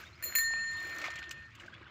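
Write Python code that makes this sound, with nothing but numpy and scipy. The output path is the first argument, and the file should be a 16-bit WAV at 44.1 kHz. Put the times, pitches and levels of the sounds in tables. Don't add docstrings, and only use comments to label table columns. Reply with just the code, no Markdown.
import sys
import numpy as np
from scipy import signal
from scipy.fft import rfft, irfft
from scipy.io import wavfile

SR = 44100
rng = np.random.default_rng(int(sys.argv[2]) if len(sys.argv) > 2 else 0)


def pcm_store(signal):
    levels = np.round(np.clip(np.atleast_2d(signal), -1, 1) * 32767)
    wavfile.write(sys.argv[1], SR, levels.astype(np.int16).T)


N = 83790

# pitch in Hz, how far the partner lies
# above it in Hz, first dip of the beat in seconds, partner level in dB, waver of the partner from 0 to 1.
DOME_MODES = [(1818.5, 1.2, .6, -18, 0), (4225.4, -13.1, .044, -5, .8), (6996.8, 4.4, .185, -8, 0),
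              (7137.5, -4.0, .135, -.5, 0), (10264, 14, .04, -18, 0), (10584, 20, .05, -20, 0),
              (14080, 30, .02, -22, 0), (14570, 25, .06, -16, 0)]
# seconds, in the order of the dome tones.
DOME_T60_S = [3.12, 1.99, 1.46, 0.52, .36, 0.15, .32, 0.16]
# start in seconds, shift of the beats in seconds,
# level of the crack in dB before its trim, then the level of each dome tone in dB.
STRIKER_BLOWS = [(0.225, 0.033, -37, -41.5, -38.5, -73, -51.5, -65, -49, -54, -40),
                 (0.2387, -0.04, -34.5, -52, -45, -45.5, -47.5, -67, -45, -38, -30),
                 (0.3519, 0.057, -27, -33, -48, -29.5, -43, -57, -37, -35, -21.5),
                 (0.3574, -0.0074, -27, -31.5, -35.5, -29.5, -46, -49, -38, -46, -23.5),
                 (0.385, -0.0012, -25, -29, -37.5, -39, -39.5, -51.5, -37.5, -47, -27)]
# frequency in Hz, level in dB per Hz.
CRACK_COLOUR = [(300, -36.5), (1200, -8.5), (2300, 12), (3500, -11.5), (6000, -10), (9000, -29),
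                (13000, -1), (16000, -24)]
CONTACT_S = .0007
HAND_S, HAND_T60_S = 1.457, 0.26
WAVER_HZ, WAVER_PEAK_S, PARTNER_FADE_DB_PER_S = 3.65, .035, 7
CRACK_TRIM_DB, CRACK_T60_S = -0.5, 0.015
TAIL_DB, TAIL_T60_S = -16.5, .12

# start in seconds, level in dB before the common trim,
# dullness in dB per octave, time to fade by 60 dB in seconds.
BICYCLE_TICKS = [(0.7121, -46, -9, 0.036), (0.732, -47.5, -2, 0.037), (0.7676, -48, -7, 0.046),
                 (0.78, -51, -4, 0.03), (0.8006, -48, -3, 0.05), (0.8264, -45.5, -5, 0.042),
                 (0.8474, -46, -5, 0.037), (0.8704, -47, -4, 0.052), (0.8932, -45, 4, 0.05),
                 (0.9075, -46, 27, 0.072), (0.929, -54, 10, 0.05), (0.9466, -50, -1, 0.064),
                 (0.961, -44.5, 9, 0.064), (0.9823, -44.5, -2, 0.061), (1.0156, -40.5, 7, 0.093),
                 (1.1023, -41, 6, 0.056), (1.1162, -49, 3.0, 0.036), (1.137, -54, 0, 0.046),
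                 (1.1563, -39, 6.5, 0.053), (1.1876, -41, 6.5, 0.057), (1.2244, -48, 12, 0.044),
                 (1.2265, -44, 14, 0.077), (1.2384, -47, 12, 0.054), (1.257, -55, 9, 0.05),
                 (1.294, -50, 12, 0.017), (1.309, -35, 2.5, 0.058), (1.5505, -50.5, 2.5, 0.047),
                 (1.5993, -52, 7, 0.15), (1.6603, -53, 8, 0.11), (1.7389, -46, 15, 0.04)]
# frequency in Hz, level in dB per Hz.
TICK_COLOUR = [(400, -40), (1200, -4), (2500, -0.5), (3800, -1.5), (5200, -2.5), (6000, -2), (7100, 1.5),
               (9000, -15.5), (11500, -15.5), (14500, -9.5), (16000, -6)]
TICK_TRIM_DB, TICK_ATTACK_S = -1.5, .0015
# start in seconds, level in dB, pitch in Hz,
# number of cycles in which it fades by 60 dB.
BICYCLE_KNOCKS = [(.325, -21, 1910, 7.0), (.326, -41, 730, 5.6), (0.508, -30.5, 894, 4.2),
                  (.516, -38.5, 3030, 7.0), (.537, -26.5, 1020, 6.4), (0.537, -30, 2400, 20.0),
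                  (1.0418, -25, 2100, 12.0), (1.066, -27, 2340, 12.0), (.985, -34, 6000, 32),
                  (1.083, -29, 700, 8.7), (1.083, -28.5, 3520, 14.0), (1.102, -50, 5100, 30),
                  (1.118, -61, 5100, 27), (1.139, -46, 5150, 37), (1.228, -44, 4830, 30.0),
                  (1.241, -37, 3530, 30), (1.257, -44, 2700, 12.0), (1.294, -32, 5930, 18),
                  (1.313, -34, 2920, 53), (1.598, -42.5, 2890, 107), (1.634, -40, 2050, 29),
                  (1.75, -37.5, 2700, 11.7), (1.798, -44.5, 2230, 12), (1.811, -45, 341, 26)]
# time in seconds, level in dB.
SCRAPE_LEVEL = [(.97, -59), (1.005, -51), (1.02, -44), (1.03, -61), (1.039, -50), (1.043, -38.5),
                (1.06, -37.5), (1.076, -43.5), (1.081, -43), (1.095, -62), (1.13, -78)]
# frequency in Hz, level in dB per Hz.
SCRAPE_SPECTRUM = [(180, -57.5), (300, -29.5), (1170, -5), (1300, 0.5), (1690, -11.5), (2140, 2.5),
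                   (3240, -12.5), (6850, -18), (9240, -39.5), (16000, -33.5)]
SCRAPE_GRAINS_PER_S = 9000

# start within the phrase in seconds, length in seconds,
# first pitch in Hz, last pitch in Hz, glide time in seconds, level in dB relative to the phrase.
PHRASE_NOTES = [(0.0, .05, 3100, 3720, .022, 0.0), (.078, .028, 3900, 4400, .035, -3),
                (.103, .026, 4300, 5080, .013, -4)]
# start in seconds, level in dB.
BIRD_PHRASES = [(.046, -54), (.41, -53), (.766, -52)]
# start in seconds, length in seconds,
# first pitch in Hz, pitch aimed for in Hz, glide time in seconds, level in dB.
BIRD_WHISTLES = [(0.549, 0.071, 2300, 2734, 0.093, -46.5), (1.36, 0.056, 2480, 2500, .04, -54.5),
                 (1.721, 0.053, 3235, 3410, 0.038, -54.5), (1.867, 0.029, 2960, 3030, 0.027, -65)]
FLUTTER_DB = 2.5
# start in seconds, peak level in dB, pitch in Hz.
SHORT_PIPS = [(0.0333, -42, 1566), (0.8426, -43, 1550), (1.1033, -54, 1550), (1.1543, -60, 1530),
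              (1.2164, -41, 1530), (1.6786, -40, 1540), (1.7295, -43.5, 1576), (1.8267, -49, 1580),
              (1.8632, -47, 1500)]
PIP_S = .011

# frequency in Hz, level in dB per Hz.
RUMBLE_COLOUR = [(22, -57.5), (32, -39), (48, -9.5), (75, 2), (110, -0.5), (160, -8.5), (250, -12),
                 (400, -23), (700, -39.5)]
THRUM_COLOUR = [(200, -24.5), (280, -8.5), (335, 2.5), (420, -8.5), (650, -3.5), (900, -15.5),
                (1200, -25.5), (1600, -39.5)]
RUSTLE_COLOUR = [(600, -20.5), (1000, -2), (1500, 4.5), (2400, 0.5), (3200, -5.5), (5000, -18), (7500, -52),
                 (9000, -47), (16000, -50.5)]
HISS_COLOUR = [(3000, -8), (4500, -1.5), (7000, -5.5), (8500, -19), (10000, -30), (16500, -36.5)]
FIZZ_COLOUR = [(7000, -40), (9000, -14.5), (12000, -7), (15000, -1), (16500, -4.5)]
# time in seconds, level in dB.
THRUM_CURVE = [(0, -63.5), (.1, -67.5), (.15, -71.5), (.215, -67), (.26, -55.5), (.33, -64.5), (.46, -72.5),
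               (.56, -64), (.72, -69.5), (.9, -55.5), (1.06, -55.5), (1.15, -64.5), (1.32, -64),
               (1.43, -74.5), (1.52, -83.5), (1.64, -59), (1.75, -67.5), (1.9, -68.5)]
RUSTLE_CURVE = [(0, -48.5), (.06, -59.5), (.13, -68), (.21, -64), (.24, -56.5), (.32, -53), (.4, -50.5),
                (.47, -59.5), (.56, -55), (.68, -57), (.85, -51), (.98, -50.5), (1.1, -47), (1.25, -56.5),
                (1.34, -58), (1.5, -61.5), (1.58, -58), (1.68, -58), (1.9, -56.5)]
HISS_CURVE = [(0, -59.5), (.08, -70), (.14, -85), (.18, -92), (.22, -92), (.24, -64), (.37, -67), (.5, -74),
              (.7, -75.5), (.8, -66), (.95, -68.5), (1.08, -74), (1.2, -77), (1.33, -74.5), (1.42, -73),
              (1.52, -76.5), (1.6, -72), (1.75, -77.5), (1.9, -82)]
FIZZ_CURVE = [(0, -65), (.08, -81), (.12, -101), (.22, -94), (.24, -78), (.37, -76), (.45, -95),
              (.7, -96.5), (.8, -71.5), (.95, -64), (1.08, -77), (1.12, -84), (1.33, -81.5), (1.45, -92.5),
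              (1.9, -104.5)]
RUMBLE_DB, RUSTLE_GRAINS_PER_S = -60, 12000


def from_db(db):
    return 10 ** (np.asarray(db) / 20)


def rms_one(x):
    return x / np.sqrt(np.mean(x ** 2) + 1e-20)


def in_time(rows):
    return np.interp(np.arange(N) / SR, *np.transpose(rows))


def coloured(x, spectrum, tilt_db=0.0):
    hz = np.maximum(np.arange(len(x) // 2 + 1) * SR / len(x), 10)
    table_hz, table_db = np.transpose(spectrum)
    colour_db = np.interp(np.log(hz), np.log(table_hz), table_db)
    fall_db = tilt_db * np.log2(np.maximum(hz, 2500) / 6000)
    return irfft(rfft(x) * from_db(colour_db - fall_db), len(x))


def drift(rate):
    r = np.exp(-2 * np.pi * rate / SR)
    noise = rng.standard_normal(N + SR)
    return rms_one(signal.lfilter([1], [1, -2 * r, r * r], noise)[SR:])


def add(out, s, sound):
    i = int(s * SR)
    out[i:i + len(sound)] += sound[:max(N - i, 0)]


def burst(spectrum, db, t60, tilt_db=0.0, attack=0.00038):
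    t = np.arange(4096) / SR
    noise = rms_one(coloured(rng.standard_normal(len(t)), spectrum, tilt_db))
    fade = from_db(db - 60 * t / max(t60, .003))
    return np.minimum(t / attack, 1) * fade * noise


def patchy(spectrum, patchy_db, rate, grains=SR):
    sparse = rng.standard_normal(N) * (rng.random(N) < grains / SR)
    spec = rfft(rms_one(coloured(sparse, spectrum)))
    hz = np.arange(N // 2 + 1) * SR / N
    edges = 20 * 2 ** np.arange(0, 10.5, .5)
    out = np.zeros(N)
    for lo, hi in zip(edges, edges[1:]):
        if spectrum[0][0] < 1.5 * hi and lo < spectrum[-1][0]:
            band = irfft(spec * (hz >= lo) * (hz < hi), N)
            out += band * from_db(patchy_db * drift(rate))
    return out


def bell():
    out, time = np.zeros(N), np.arange(N) / SR
    ends = [blow[0] for blow in STRIKER_BLOWS[1:]] + [N / SR]
    for (s, shift, crack_db, *levels), end in zip(STRIKER_BLOWS, ends):
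        t = time[:int((end - s + CONTACT_S) * SR)]
        gate = np.clip(t / CONTACT_S, 0, 1) * np.clip(1 - (t + s - end) / CONTACT_S, 0, 1)
        hand_db = 60 * np.maximum(t + s - HAND_S, 0) / HAND_T60_S
        for (hz, split, dip, partner_db, waver), t60, db in zip(DOME_MODES, DOME_T60_S, levels):
            partner = from_db(partner_db - PARTNER_FADE_DB_PER_S * t)
            partner *= 1 + waver * np.cos(2 * np.pi * WAVER_HZ * (t - WAVER_PEAK_S))
            partner_tone = partner * np.sin(2 * np.pi * (hz * t + split * (t - dip - shift)))
            pair = np.sin(2 * np.pi * hz * t) - partner_tone
            add(out, s, gate * pair * from_db(db - 60 * t / t60 - hand_db))
        crack = burst(CRACK_COLOUR, crack_db + CRACK_TRIM_DB, CRACK_T60_S)
        tail = burst(CRACK_COLOUR, crack_db + TAIL_DB, TAIL_T60_S, tilt_db=4.0, attack=0.0045)
        add(out, s, crack + tail)
    return out


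def ticks():
    out = np.zeros(N)
    for s, db, dullness, t60 in BICYCLE_TICKS:
        add(out, s, burst(TICK_COLOUR, db + TICK_TRIM_DB, t60, dullness, TICK_ATTACK_S))
    return out


def knocks():
    out, t = np.zeros(N), np.arange(2048) / SR
    for s, db, hz, cycles in BICYCLE_KNOCKS:
        fade = from_db(db - 60 * t * hz / cycles)
        add(out, s, np.minimum(t * hz, 1) * fade * np.sin(2 * np.pi * hz * t))
    return out


def scrape():
    grains = (rng.random(N) < SCRAPE_GRAINS_PER_S / SR) * rng.standard_normal(N)
    grains *= from_db(2.0 * drift(150))
    return from_db(in_time(SCRAPE_LEVEL)) * rms_one(coloured(grains, SCRAPE_SPECTRUM))


def birds():
    out, flutter = np.zeros(N), from_db(FLUTTER_DB * drift(120))
    notes = list(BIRD_WHISTLES)
    for start, phrase_db in BIRD_PHRASES:
        for offset, length, from_hz, to_hz, glide, db in PHRASE_NOTES:
            notes.append((start + offset, length, from_hz, to_hz, glide, phrase_db + db))
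    for s, length, from_hz, to_hz, glide, db in notes:
        i = int(s * SR)
        t = np.arange(min(int(length * SR), N - i)) / SR
        hz = from_hz + (to_hz - from_hz) * np.sin(np.pi / 2 * np.minimum(t / glide, 1))
        swell = from_db(db - 8 * t / length) * np.hanning(len(t)) ** .3
        add(out, s, swell * flutter[i:i + len(t)] * np.sin(2 * np.pi * np.cumsum(hz) / SR))
    return out


def pips():
    out, t = np.zeros(N), np.arange(int(PIP_S * SR)) / SR
    for s, db, hz in SHORT_PIPS:
        add(out, s, from_db(db) * np.hanning(len(t)) * np.sin(2 * np.pi * hz * t))
    return out


def outdoor_air():
    rumble = from_db(RUMBLE_DB) * patchy(RUMBLE_COLOUR, patchy_db=2.5, rate=13.0)
    thrum = from_db(in_time(THRUM_CURVE)) * patchy(THRUM_COLOUR, patchy_db=2.2, rate=14.0)
    rustle_grains = patchy(RUSTLE_COLOUR, patchy_db=3.0, rate=24.0, grains=RUSTLE_GRAINS_PER_S)
    rustle = from_db(in_time(RUSTLE_CURVE)) * rustle_grains
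    hiss = from_db(in_time(HISS_CURVE)) * patchy(HISS_COLOUR, patchy_db=3.0, rate=57.0)
    fizz = from_db(in_time(FIZZ_CURVE)) * patchy(FIZZ_COLOUR, patchy_db=4.0, rate=40.0)
    return rumble + thrum + rustle + hiss + fizz


def scene():
    bicycle = ticks() + knocks() + scrape()
    return (bell() + bicycle + birds() + pips() + outdoor_air())[None]


def record(dry):
    steep_cut = signal.cheby2(14, 60, 16900, fs=SR, output="sos")
    shelf = signal.cheby2(6, 18, 15900, fs=SR, output="sos")
    return signal.sosfilt(shelf, signal.sosfilt(steep_cut, dry))


dry = scene()
out = record(dry)
pcm_store(out)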